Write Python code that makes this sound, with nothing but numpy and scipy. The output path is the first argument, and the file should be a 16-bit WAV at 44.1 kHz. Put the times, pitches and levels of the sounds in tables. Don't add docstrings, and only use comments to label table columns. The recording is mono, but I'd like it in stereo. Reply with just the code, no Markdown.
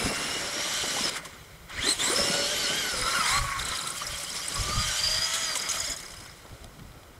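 import sys
import numpy as np
from scipy import signal
from scipy.fft import rfft, irfft, next_fast_len
from scipy.io import wavfile
from scipy.ndimage import uniform_filter1d

SR = 44100
rng = np.random.default_rng(int(sys.argv[2]) if len(sys.argv) > 2 else 0)


def master_out(mix):
    frames = np.transpose(np.atleast_2d(mix))
    ceiling = np.clip(frames, -1, 1)
    pcm = np.round(ceiling * 32767).astype(np.int16)
    wavfile.write(sys.argv[1], SR, pcm)


N = 317063
T = np.arange(N) / SR
BAND_EDGE_HZ = 15700

# freq_hz, gain_db
GRIND_SPECTRUM = [(300, -31), (700, -5.5), (1200, -9.5), (2000, 1), (3500, 2), (5000, -1.5), (8000, -2.5),
                  (10000, -7), (12000, -18), (15500, -37)]
# freq_hz, coherence
COHERENCE = [(60, 0.99), (150, 1), (280, 1), (550, 0.99), (1650, 0.96), (4970, 0.99), (8000, 0.96),
             (11500, 0.99), (15000, 1)]


def amp(db):
    return 10 ** (np.asarray(db) / 20)


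def unit_rms(x):
    return x / np.sqrt(np.mean(x ** 2) + 1e-20)


def at_hz(points, hz):
    freq_hz, value = np.transpose(points)
    return np.interp(np.log(hz + 1), np.log(freq_hz + 1), value)


def curves(rows):
    time_s, *columns = np.transpose(rows)
    return [np.interp(T, time_s, column) for column in columns]


def wander(cutoff_hz):
    lowpass = signal.butter(2, cutoff_hz, fs=SR, output="sos")
    return unit_rms(signal.sosfilt(lowpass, rng.standard_normal(N)))


def add(mix, start_s, sound):
    part = mix[..., round(start_s * SR):][..., :sound.shape[-1]]
    part += sound[..., :part.shape[-1]]


def noise(spectrum, coherence, patch_db, tilt_db=None, shaft_hz=None, size=512):
    # shaft_multiple, gain_db
    ridges = [(2.5, 1), (3.0, 0), (3.7, -1), (4.5, 2), (5.3, 1.5), (6.6, 1), (7.5, 2), (8.1, 2), (9.6, 4),
              (11.2, 2), (12.2, 1.5), (13.3, 1), (14.5, -0.5), (15.8, 2.2), (17, -0.5), (19.3, 4.5),
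              (21, 0.5), (24, 0.5)]
    hop = size // 4
    frames, hz = N // hop + 5, np.fft.rfftfreq(size, 1 / SR)
    frame_s = np.arange(frames) * hop / SR
    a, b, c, d, patches = rng.standard_normal((frames, len(hz), 5)).T
    patches = unit_rms(uniform_filter1d(uniform_filter1d(patches, size=9, axis=0), size=7, axis=1))
    field_db = at_hz(spectrum, hz)[:, None] + patch_db * patches
    if tilt_db is not None:
        field_db += np.outer((hz / BAND_EDGE_HZ) ** 2, np.interp(frame_s, T, tilt_db))
    if shaft_hz is not None:
        multiple = np.outer(hz, 1 / np.interp(frame_s, T, shaft_hz))
        field_db += np.interp(multiple, *np.transpose(ridges))
    shared = np.clip(at_hz(coherence, hz), -1, 1)[:, None]
    left = a + 1j * b
    right = shared * left + np.sqrt(1 - shared ** 2) * (c + 1j * d)
    spectra = np.array([left, right]) * amp(field_db)
    return unit_rms(signal.istft(spectra, nperseg=size, noverlap=size - hop)[1][:, :N])


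def whine(cycles, level_db, flutter_db, rough, beat=0):
    smear = rough * (wander(186) + 1j * wander(88)) / np.sqrt(2)
    tone = ((np.sqrt(abs(1 - rough ** 2)) + smear) * np.exp(2j * np.pi * cycles)).real
    return np.sqrt(2) * amp(level_db + flutter_db * wander(47)) * (1 + beat) * tone


def yard():
    # freq_hz, gain_db
    spectrum = [(88, -23), (150, 8), (165, -17), (314, -2), (530, -2), (2190, -9), (2660, -11.5),
                (4150, -16.5), (15600, -25.5)]
    return amp(-49) * noise(spectrum, [(150, .33), (3000, .076), (15000, .95)], .49, size=1024)


def drone():
    # freq_hz, gain_db
    spectrum = [(125, -20), (150, -6), (168, 0.5), (200, -31)]
    # time_s, level_db
    levels = [(0, -47), (.6, -54), (4, -49.5), (7.2, -60)]
    return noise(spectrum, COHERENCE, .87, size=2048) * amp(curves(levels)[0])


def wind():
    # peak_s, level_db, half_width_s, upper_rel_db
    gusts = [(.06, -34, 0.019, 7), (1.78, -33.5, 0.041, -15), (2.22, -44, 0.032, -1),
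             (2.62, -55, 0.058, -8), (3.02, -40, 0.074, -3), (3.36, -30.5, 0.049, -18),
             (3.44, -36, 0.054, -12), (3.591, -41, 0.038, -7), (3.7, -44, 0.058, -25),
             (4.14, -43, 0.043, -21), (4.6, -31.5, 0.056, -9), (4.69, -30, 0.047, -9),
             (4.78, -26.5, 0.036, -8.5), (4.87, -34, 0.047, -11), (5.06, -38, 0.055, -16),
             (5.17, -38, 0.04, -7), (5.8, -48.5, 0.098, -19), (6.2, -46, 0.061, -13),
             (6.529, -47, 0.026, -15), (6.67, -37.5, 0.039, -7), (6.81, -44, 0.053, -2),
             (6.91, -44, 0.048, -7.5)]
    # freq_hz, gain_db
    low_spectrum = [(15, -28), (30, -20), (43, 3.5), (90, 1), (140, -1), (300, -58)]
    # freq_hz, gain_db
    upper_spectrum = [(80, -10), (140, 16.5), (280, 6), (500, -25), (900, -69)]
    low_gain, upper_gain = amp(-51.5), amp(-61.5)
    for peak_s, level_db, half_width_s, upper_rel_db in gusts:
        gust = amp(level_db) * np.exp(-((T - peak_s) / half_width_s) ** 2)
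        low_gain += gust
        upper_gain += gust * amp(upper_rel_db)
    low = noise(low_spectrum, [(40, .95), (65, .35), (120, 0)], 1.1, size=2048)
    low *= low_gain * amp(3 * wander(15.6))
    upper = noise(upper_spectrum, [(100, -.3), (250, -.3), (500, .4)], 1.5, size=1024)
    upper *= upper_gain * amp(4 * wander(18))
    return low + upper


def settling_ticks():
    # time_s, level_db
    ticks = [(6.139, -33), (6.261, -33), (6.299, -39), (6.404, -45), (6.462, -38), (6.496, -38),
             (6.724, -48), (6.795, -36.5), (6.829, -42), (6.92, -42), (6.938, -49), (6.977, -45),
             (7.033, -41)]
    # freq_hz, gain_db
    spectrum = [(400, -14), (1000, 4), (2300, -3), (4000, -3), (7000, -19)]
    rise_s, decay_s = .0004, .0041
    envelope, t = np.zeros(N), np.arange(1000) / SR
    for time_s, level_db in ticks:
        add(envelope, time_s - .001, amp(level_db - 3) * (1 - np.exp(-t / rise_s)) * np.exp(-t / decay_s))
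    return envelope * noise(spectrum, COHERENCE, 0, size=256)


def rut_thuds():
    # start_s, level_db, pitch_hz
    thuds = [(0.067, -14.5, 270), (0.267, -27, 245), (0.335, -28, 174), (0.567, -24.5, 328),
             (0.658, -26.5, 305), (0.937, -25, 510), (.965, -19, 820), (.985, -21.5, 1050),
             (1.173, -35, 251), (1.232, -33, 630), (1.255, -28.5, 1050), (1.007, -20, 233),
             (1.841, -24, 260), (1.886, -16, 317.1), (2.099, -14, 360), (2.13, -21, 489.5),
             (2.19, -20, 596.5), (2.199, -18, 199.3), (2.215, -21, 454), (2.24, -20, 377),
             (2.299, -19, 189.1), (2.375, -29, 286.7), (2.643, -24.5, 264.1), (3.187, -25, 211),
             (5.555, -24.5, 2020), (5.561, -30, 526), (5.561, -21, 988)]
    out, t = np.zeros(N), np.arange(2500) / SR
    envelope = t / .0029 * np.exp(1 - t / .0032)
    for start_s, level_db, pitch_hz in thuds:
        add(out, start_s, amp(level_db - 7) * np.sin(2 * np.pi * pitch_hz * t) * envelope)
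    return out


def slack_rasps():
    # time_s, level_db, decay_s
    rasps = [(1.094, -17.5, 0.0059), (1.16, -27, .012), (1.167, -27, .012), (1.25, -29.5, 0.018),
             (1.696, -36, 0.0088), (4.2, -26.5, 0.0073), (5.336, -17.5, 0.031), (5.554, -17, .014),
             (5.688, -22, 0.019), (5.716, -20, 0.0089), (5.758, -22, 0.0062), (5.973, -32, 0.0055),
             (6.001, -28, 0.0074), (6.044, -44, 0.0086), (6.083, -33, 0.0062), (6.108, -33, 0.0038),
             (6.144, -36, .005), (6.202, -34, 0.0085), (6.24, -39, .005), (6.265, -39, .005),
             (6.644, -29.5, 0.003)]
    envelope = np.zeros(N)
    for time_s, level_db, decay_s in rasps:
        age = np.arange(int(6 * decay_s * SR)) / (decay_s * SR)
        add(envelope, time_s - .001, amp(level_db - 7) * (1 - np.exp(-25 * age)) * np.exp(-age ** 2))
    return envelope * noise(GRIND_SPECTRUM, COHERENCE, .67, tilt_db=np.full(N, 14), size=256)


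def gear_squeaks():
    # time_s, level_db, pitch_hz
    singles = [(3.0111, -26, 8890), (3.1039, -29, 7846), (3.5907, -26, 3688), (3.625, -30, 3866),
               (3.6491, -26, 7880), (3.686, -33, 3967), (3.77, -30, 6700), (3.825, -41, 10020),
               (4.058, -36, 10280), (4.28, -38, 4920), (4.3, -29, 5460), (4.315, -32, 4960),
               (4.327, -30, 6400), (4.36, -35, 5134), (4.49, -39, 5145), (4.52, -30, 4810),
               (4.635, -27, 5374), (5.57, -24, 8000), (3.655, -28, 3990), (3.685, -26, 7750),
               (3.715, -28, 3802), (3.751, -26, 4990), (3.7704, -33, 8700), (3.7858, -24.5, 4034),
               (3.8157, -31, 4900), (3.8452, -33, 4900), (3.8734, -36, 4030), (3.8701, -27, 8210),
               (3.9021, -25, 8420), (4.0657, -27, 5093), (4.156, -29.5, 8200), (4.232, -28, 8840),
               (4.2457, -30, 4983), (4.4802, -23.5, 8540), (4.541, -27.5, 8080), (4.555, -25.5, 4940),
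               (4.576, -28, 5090), (4.604, -28, 5163), (5.5578, -27, 7995), (5.5953, -24.5, 4955),
               (5.6192, -27, 6615), (5.6886, -26, 6570), (5.7848, -26, 5124), (5.7997, -24, 7020),
               (5.8442, -31, 4940), (5.8981, -25, 6980)]
    # start_s, end_s, mean_gap_s, first_db, last_db, low_hz, high_hz
    runs = [(3.57, 3.9, .05, -30, -31, 3500, 4200), (3.6, 4.6, .11, -32, -33, 7100, 8600),
            (5.65, 5.93, .04, -30, -33, 4850, 5200), (5.96, 6.3, .026, -38, -47, 4900, 5300),
            (5.97, 6.28, .04, -38, -46, 6200, 6900), (5.55, 5.92, .06, -31, -31, 6500, 7200)]
    # freq_hz, gain_db
    scrape_spectrum = [(5000, -22), (8000, 4), (11000, -1), (13000, -9), (15500, -22)]
    length_s, scrape_rel_db = .014, -11.5
    squeaks = list(singles)
    for start_s, end_s, gap_s, first_db, last_db, low_hz, high_hz in runs:
        for slot_s in np.arange(start_s, end_s, gap_s):
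            late, loud, high = rng.random(size=3)
            level_db = np.interp(slot_s, [start_s, end_s], [first_db, last_db]) + 6 * (loud - .5)
            squeaks.append((slot_s + gap_s * late, level_db, low_hz + (high_hz - low_hz) * high))
    chirps, scrape_gain = np.zeros(N), np.zeros(N)
    progress = np.linspace(0, 1, int(length_s * SR))
    for time_s, level_db, pitch_hz in squeaks:
        glide_oct = 0 if 4500 < pitch_hz < 7200 else -.305
        chirp = np.sin(2 * np.pi * np.cumsum(pitch_hz * 2 ** (glide_oct * (progress - .5))) / SR)
        start_s = time_s - .002
        add(chirps, start_s, amp(level_db - 1.5) * chirp * np.sin(np.pi * progress ** .9) ** 2)
        add(scrape_gain, start_s, amp(level_db + scrape_rel_db) * np.sin(np.pi * progress ** .6) ** 2)
    scrape = scrape_gain * noise(scrape_spectrum, COHERENCE, 1.6, size=256)
    return chirps * (1 + .55 * wander(800)) + scrape


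def wheelspin_revs():
    # start_s, length_s, mesh_from_hz, mesh_to_hz, second_db, third_db
    revs = [(3.965, .08, 1560, 1530, -42, -41), (4.095, .075, 1500, 1650, -41, -46),
            (4.255, .06, 1450, 1630, -39, -45), (4.405, .07, 1580, 1660, -43, -36)]
    out, shake = np.zeros(N), wander(49.8)
    for start_s, length_s, from_hz, to_hz, second_db, third_db in revs:
        count = int(length_s * SR)
        mesh_hz = np.linspace(from_hz, to_hz, count) * (1 + .022 * shake[int(start_s * SR):][:count])
        phase = 2 * np.pi * np.cumsum(mesh_hz) / SR
        tone = amp(second_db) * np.sin(2 * phase) + amp(third_db) * np.sin(3 * phase)
        add(out, start_s, tone * signal.windows.tukey(count, .4))
    return out * (1 + .5 * wander(196.5))


def airborne_whine():
    # time_s, pitch_hz, level_db
    sweep = [(3.19, 2600, -60), (3.23, 3000, -38), (3.27, 3500, -34), (3.31, 3850, -37), (3.34, 4100, -32),
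             (3.39, 4200, -33), (3.42, 4200, -60)]
    pitch_hz, level_db = curves(sweep)
    cycles = np.cumsum(pitch_hz * (1 + .02 * wander(90))) / SR
    airborne = (T > sweep[0][0]) & (T < sweep[-1][0])
    return airborne * (whine(cycles, level_db, 1.8, .45) + whine(1.88 * cycles, level_db - 2, 2.5, .7))


def running_noise(shaft_hz, jerk, load, grind_db):
    # time_s, snow_rel_db, grind_tilt_db, growl_rel_db
    balance = [(0, 1.5, 12, -3.5), (.6, -10, -7, -11.5), (1.05, -9.5, 5.5, -12.5), (1.2, 1.5, 0, -2),
               (1.5, -9, -12, -8.5), (1.71, -15, -39, -7), (1.9, -12, 13, -15), (2.12, -1.5, 12.5, -5.5),
               (2.6, -9, -4, -19.5), (3.2, -11.5, 13.5, -2.5), (3.36, -43, 11, -2.5), (3.5, -13, 13, 1.5),
               (3.7, -9.5, 0, -8), (3.98, -6.5, 21, -10), (4.05, -14, 6, -4.5), (4.2, -12.5, 16, -11.5),
               (4.64, -9.5, 6, -11.5), (5.1, -30, 3, -15.5), (5.6, -8.5, 9, -8), (5.9, -10, 16.5, -6),
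               (6.4, 3, 6, -6), (7.19, 9, 4, -24)]
    # freq_hz, gain_db
    growl_spectrum = [(600, -15), (1000, -1.5), (1400, -1.5), (2200, 1), (3200, -29)]
    # freq_hz, gain_db
    snow_spectrum = [(90, -38), (180, -0.5), (350, -3), (700, -2), (1300, -17.5), (3000, -59)]
    snow_rel_db, tilt_db, growl_rel_db = curves(balance)
    flutter_db = 90 * jerk * wander(11.7) + .79 * wander(380)
    tilt_db += 150 * jerk * wander(22)
    grind = noise(GRIND_SPECTRUM, COHERENCE, 1.6, tilt_db, shaft_hz)
    grind *= amp(grind_db - 3 + flutter_db) * load ** .021
    growl = noise(growl_spectrum, COHERENCE, 2.25) * amp(grind_db + growl_rel_db + 1.3 * wander(55))
    snow = noise(snow_spectrum, COHERENCE, 1.43) * amp(grind_db + snow_rel_db - 6 + 3.4 * wander(15.7))
    return grind + growl + snow


def tone_levels_db(grind_db):
    swells = { "hum": [(.35, 1.02, -52), (1.03, 1.1, -44), (1.85, 1.93, -40.5), (2.1, 2.28, -37.5),
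              (2.28, 2.55, -39.5), (2.62, 2.72, -50), (2.93, 3.2, -45.5), (3.35, 3.47, -48.5),
              (4.0, 4.25, -53.5), (4.62, 5.05, -61), (5.05, 5.56, -51), (5.7, 5.97, -50)],
              "octave": [(1.99, 2.07, -51), (2.17, 2.24, -42), (2.56, 2.8, -55), (3.02, 3.3, -41),
              (3.3, 3.4, -30), (3.4, 3.6, -35.5), (3.66, 3.98, -50), (4.0, 4.04, -41), (4.06, 4.33, -54),
              (4.35, 4.425, -44.5), (4.53, 4.62, -41), (4.62, 4.86, -38.5), (4.86, 5.27, -57),
              (5.27, 5.56, -49), (5.58, 5.8, -49.5)], "final": [(.65, .95, -56), (2.05, 2.11, -38),
              (2.3, 2.44, -42), (2.46, 2.62, -47), (2.62, 2.98, -40), (3.03, 3.12, -32.5),
              (3.12, 3.24, -31.5), (3.55, 3.98, -46), (4.88, 4.98, -41), (5.33, 5.56, -46.5)],
              "final 2nd": [(-.1, .4, -39), (.65, 1.04, -44), (1.82, 1.9, -34.5), (1.99, 2.07, -52),
              (2.2, 2.5, -39.5), (2.5, 2.62, -37), (2.66, 2.84, -37), (2.84, 2.93, -44), (3.12, 3.26, -37),
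              (4.76, 4.9, -43), (4.92, 5.2, -42), (5.2, 5.25, -35), (5.25, 5.46, -39), (5.46, 5.56, -53),
              (5.58, 5.72, -48), (5.75, 5.96, -44.5)], "final 3rd": [(1.77, 1.81, -34), (2.28, 2.495, -37),
              (2.59, 2.685, -32), (2.72, 2.94, -41), (3.02, 3.2, -41), (3.66, 3.84, -54), (4.68, 4.77, -35),
              (4.77, 4.85, -33.5), (4.96, 5.02, -31), (5.02, 5.2, -26.5), (5.2, 5.27, -28.5),
              (5.27, 5.4, -51), (5.41, 5.55, -34.5), (5.58, 5.74, -38.5), (5.77, 5.95, -38)],
              "pinion": [(-.1, .17, -40.5), (.2, .52, -44), (.52, .68, -38), (.68, .85, -44),
              (.85, 1.02, -45), (1.035, 1.07, -31), (1.07, 1.11, -39), (1.815, 1.87, -30.5),
              (1.87, 1.93, -25), (1.995, 2.045, -29), (2.045, 2.1, -34.5), (2.15, 2.3, -29),
              (2.3, 2.49, -35.5), (2.63, 2.71, -40), (2.88, 3.27, -39.5), (4.01, 4.09, -42),
              (4.35, 4.42, -43), (4.9, 4.96, -37), (5.22, 5.5, -43), (5.685, 5.725, -29.5),
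              (5.78, 5.83, -36), (5.845, 5.875, -28.5), (5.89, 5.94, -36)], "pinion 2nd": [(.01, .12, -41),
              (1.87, 1.93, -25.5), (2.03, 2.08, -25), (1.99, 2.03, -36), (2.08, 2.16, -34),
              (2.95, 3.18, -43.5), (3.76, 3.93, -52)], "side": [(.5, .95, -53), (2.3, 2.45, -52.5),
              (5.25, 5.5, -55)], "upper": [(.7, 1.0, -50), (2.33, 2.42, -37), (4.96, 5.2, -58)],
              "shrill": [(.2, .55, -49.5), (.55, 1.0, -54), (2.15, 2.32, -47), (2.32, 2.5, -53),
              (2.54, 2.72, -47.5), (2.74, 2.93, -48), (4.36, 4.42, -52)], "beside": [(2.2, 2.32, -42),
              (2.55, 2.75, -43), (2.75, 2.9, -45), (5.26, 5.4, -56), (5.4, 5.55, -59)],
              "low": [(2.3, 2.95, -45.5)], "hum 3rd": [(5.15, 5.42, -46), (5.42, 5.55, -47)],
              "low whir": [(3.31, 3.41, -39), (5.24, 5.32, -53)], "digging": [(5.22, 5.47, -38.5)]}
    faint_tones = ("pinion 2nd", "side", "upper", "shrill", "low", "beside")
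    ramp_s, tone_db = .034, {}
    for name, rows in swells.items():
        gain = amp(grind_db - (42 if name in faint_tones else 25))
        for start_s, end_s, level_db in rows:
            gain += amp(level_db) * np.clip(np.minimum(T - start_s, end_s - T) / ramp_s + .5, 0, 1) ** 2
        tone_db[name] = 20 * np.log10(gain)
    return tone_db


def motor_hum(turns, jerk, tone_db):
    hum = whine(turns, tone_db["hum"], flutter_db=3, rough=.3 + 16 * jerk)
    hum += whine(2 * turns, tone_db["octave"], 2 + 100 * jerk, .27 + 20 * jerk)
    hum += whine(3 * turns, tone_db["hum 3rd"], 3, .4)
    return hum + whine(1.42 * turns, tone_db["low whir"], 3, .4)


def gear_whine(turns, axle_turns, jerk, load, tone_db):
    # time_s, shaft_multiple
    final_ratio = [(0, 2.55), (2.1, 2.55), (2.2, 2.47), (2.27, 2.5), (2.39, 2.6), (2.416, 2.53),
                   (2.458, 2.48), (2.525, 2.75), (2.545, 2.57), (2.632, 2.58), (2.666, 2.47), (2.69, 2.66),
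                   (2.714, 2.6), (2.78, 2.69), (2.836, 2.55), (2.852, 2.48), (2.886, 2.55), (2.97, 2.6),
                   (3.02, 2.55), (4.7, 2.52), (4.8, 2.65), (4.88, 2.53), (5.0, 2.56), (5.4, 2.53),
                   (5.5, 2.55)]
    # time_s, shaft_multiple
    pinion_ratio = [(0, 9.9), (.3, 9.8), (.47, 9.55), (.6, 9.65), (1.0, 9.75), (1.05, 9.3), (1.08, 9.3),
                    (1.92, 10.1), (2.08, 10.0), (2.17, 9.7), (2.2, 9.47), (2.46, 9.4), (2.7, 9.1),
                    (2.9, 9.1), (2.97, 10.1), (3.05, 10.0), (3.16, 9.3), (3.24, 10.1), (3.4, 9.62),
                    (5.73, 9.7), (5.79, 10.15), (5.84, 10.2), (5.865, 9.65), (5.89, 10.3)]
    runout = np.cos(2 * np.pi * .13 * turns)
    final = np.cumsum(curves(final_ratio)[0] * np.gradient(axle_turns) * (1 + .9 * jerk * wander(70)))
    out = np.zeros(N)
    for order, name, rough in [(1, "final", .45), (2, "final 2nd", .5), (3, "final 3rd", .4)]:
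        out += load * whine(order * final, tone_db[name] + 1.3 * wander(15), .9, rough, .097 * runout)
    pinion = np.cumsum(curves(pinion_ratio)[0] * np.gradient(turns) * (1 + 1.2 * jerk * wander(120)))
    out += load * whine(pinion, tone_db["pinion"], 1.8, np.minimum(.35 + 25 * jerk, .72), .4 * runout)
    out += whine(2 * pinion, tone_db["pinion 2nd"], 2, .88, .3 * runout)
    out += load * whine(10.4 * axle_turns, tone_db["digging"], 3.1, .6)
    out += whine(12.15 * turns, tone_db["side"], 3, .7, .5 * runout)
    out += whine(13.3 * turns, tone_db["upper"], 3, .7, .5 * runout)
    shrill = 19.3 * np.cumsum(np.gradient(turns) * (1 + .012 * wander(120)))
    out += whine(shrill, tone_db["shrill"], 2.5, .9, .7 * runout)
    out += whine(.72 * turns, tone_db["low"], 3, .5)
    return out + whine(final + turns, tone_db["beside"], 3, .5)


def drivetrain():
    # time_s, shaft_hz
    speed = [(0, 522), (.3, 557.3), (.75, 598.5), (1.0, 580), (1.15, 508.5), (1.68, 158), (1.78, 226.9),
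             (1.83, 336.2), (1.86, 365.3), (1.875, 410.5), (1.92, 407.3), (1.98, 321.3), (2.08, 409.4),
             (2.15, 500.5), (2.17, 551), (2.2, 560.5), (2.46, 573), (2.5, 595.3), (2.6, 596), (2.67, 567.7),
             (2.8, 608.4), (2.9, 588), (2.97, 499.5), (3.05, 512.7), (3.16, 554.5), (3.26, 476.5),
             (3.36, 571), (3.6, 541.7), (3.7, 518), (3.9, 523), (4.05, 596), (4.35, 550.6), (4.43, 588),
             (4.55, 561.5), (4.65, 583), (4.72, 602), (4.82, 624), (4.92, 594), (5.02, 615), (5.18, 629),
             (5.25, 643), (5.38, 660.4), (5.45, 651), (5.55, 609), (5.59, 614), (5.62, 675), (5.635, 628),
             (5.66, 659), (5.68, 630.5), (5.7, 681), (5.72, 683), (5.735, 624), (5.78, 652), (5.8, 695),
             (5.815, 642.6), (5.827, 679), (5.84, 628), (5.865, 739), (5.885, 656), (5.9, 680),
             (5.915, 642), (5.93, 681), (5.95, 643), (6.1, 527.5)]
    # time_s, jerk_fraction, joint_swing_fraction
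    shake = [(0, .012, .012), (.45, .007, .011), (.95, .006, .011), (1.05, .01, .011), (2.25, .01, .014),
             (2.32, .004, .008), (2.9, .004, .008), (2.97, .015, .015), (3.24, .015, .006),
             (3.33, .004, .003), (3.58, .004, .003), (3.63, .021, .03), (4.56, .02, .03),
             (4.64, .007, .015), (4.95, .007, .032), (5.2, .007, .03), (5.27, .004, .006),
             (5.55, .004, .006), (5.61, .015, .025), (5.95, .015, .025), (6.0, .008, .02)]
    # time_s, level_db
    grind_levels = [(0, -29), (.54, -27.5), (.6, -25.5), (1.09, -25), (1.105, -33.5), (1.145, -33.5),
                    (1.18, -30), (1.21, -45.5), (1.27, -42), (1.4, -47), (1.68, -52.5), (1.7, -35.5),
                    (1.88, -22), (1.93, -26), (1.975, -36.5), (2.0, -26), (2.7, -24), (2.92, -28),
                    (3.245, -28), (3.26, -24), (3.385, -26.5), (3.402, -32), (3.56, -36), (3.6, -31),
                    (3.72, -31), (3.94, -35), (4.29, -33.5), (4.64, -29), (4.97, -25), (5.19, -26.5),
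                    (5.37, -27), (5.53, -30), (5.94, -34.5), (5.958, -40), (6.39, -49.5), (7.19, -62.5)]
    # start_s, end_s
    coasting = [(1.17, 1.7), (6.1, 7.3)]
    shaft_hz, grind_db = curves(speed)[0], curves(grind_levels)[0]
    jerk, joint_swing = curves(shake)
    turns = np.cumsum(shaft_hz * (1 + jerk * wander(37.6))) / SR
    wheel_rad = 2 * np.pi * .0425 * turns + .25 * wander(8)
    axle_turns = turns + np.cumsum(shaft_hz * joint_swing * np.sin(2 * wheel_rad)) / SR
    load = 1 + 22 * jerk * np.sin(wheel_rad)
    tone_db = tone_levels_db(grind_db)
    tones = motor_hum(turns, jerk, tone_db) + gear_whine(turns, axle_turns, jerk, load, tone_db)
    for start_s, end_s in coasting:
        tones *= np.clip(np.maximum(start_s - T, T - end_s) / .051, 0, 1)
    return tones + airborne_whine() + running_noise(shaft_hz, jerk, load, grind_db)


def scene():
    gears = drivetrain() + wheelspin_revs() + gear_squeaks() + slack_rasps()
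    return gears + settling_ticks() + rut_thuds() + wind() + drone() + yard()


def record(dry):
    # centre_hz, width_hz, gain_db
    housing = [(570, 50, 1.5), (805, 370, -2.5), (1403, 440, 3.5), (1728, 154, -5), (2130, 400, 2),
               (2623, 197, -6.5), (3130, 254, 3), (3580, 130, -1.5), (4010, 140, 4), (4573, 310, -3),
               (5080, 340, 3.5), (6650, 200, 0.5), (7300, 290, 3), (7960, 320, 2.5)]
    # freq_hz, left_minus_right_db
    port_balance = [(30, -8), (60, 4), (92, -0.5), (140, 0), (210, 1), (330, 1), (500, 0), (770, 1),
                    (1170, -0.5), (1790, 1), (2740, 0), (4190, 2), (6410, -0.5), (9810, -4.5), (15000, 0)]
    # freq_hz, left_lead_rad
    port_phase = [(0, -0.24), (1720, 0.096), (2500, -0.12), (3100, 0.59), (4390, -0.62), (4740, -0.12),
                  (5250, -0.6), (6460, -0.39), (7410, -0.57), (8350, -0.64), (9390, 0.011), (9820, -0.94),
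                  (10700, 0.069), (15200, -0.0)]
    size = next_fast_len(N + 4096)
    hz = np.fft.rfftfreq(size, 1 / SR)
    housing_db = sum(gain_db / (1 + (2 * (hz - centre_hz) / width_hz) ** 2)
                     for centre_hz, width_hz, gain_db in housing)
    left = amp(at_hz(port_balance, hz) / 2) * np.exp(.5j * at_hz(port_phase, hz))
    wet = irfft(rfft(dry, size) * amp(housing_db - 3) * np.array([left, 1 / left]), size)[:, :N]
    lowpass = signal.firwin(1023, BAND_EDGE_HZ, window=("kaiser", 9), fs=SR)
    return signal.oaconvolve(wet, lowpass[None], "same")


dry = scene()
out = record(dry)
master_out(out)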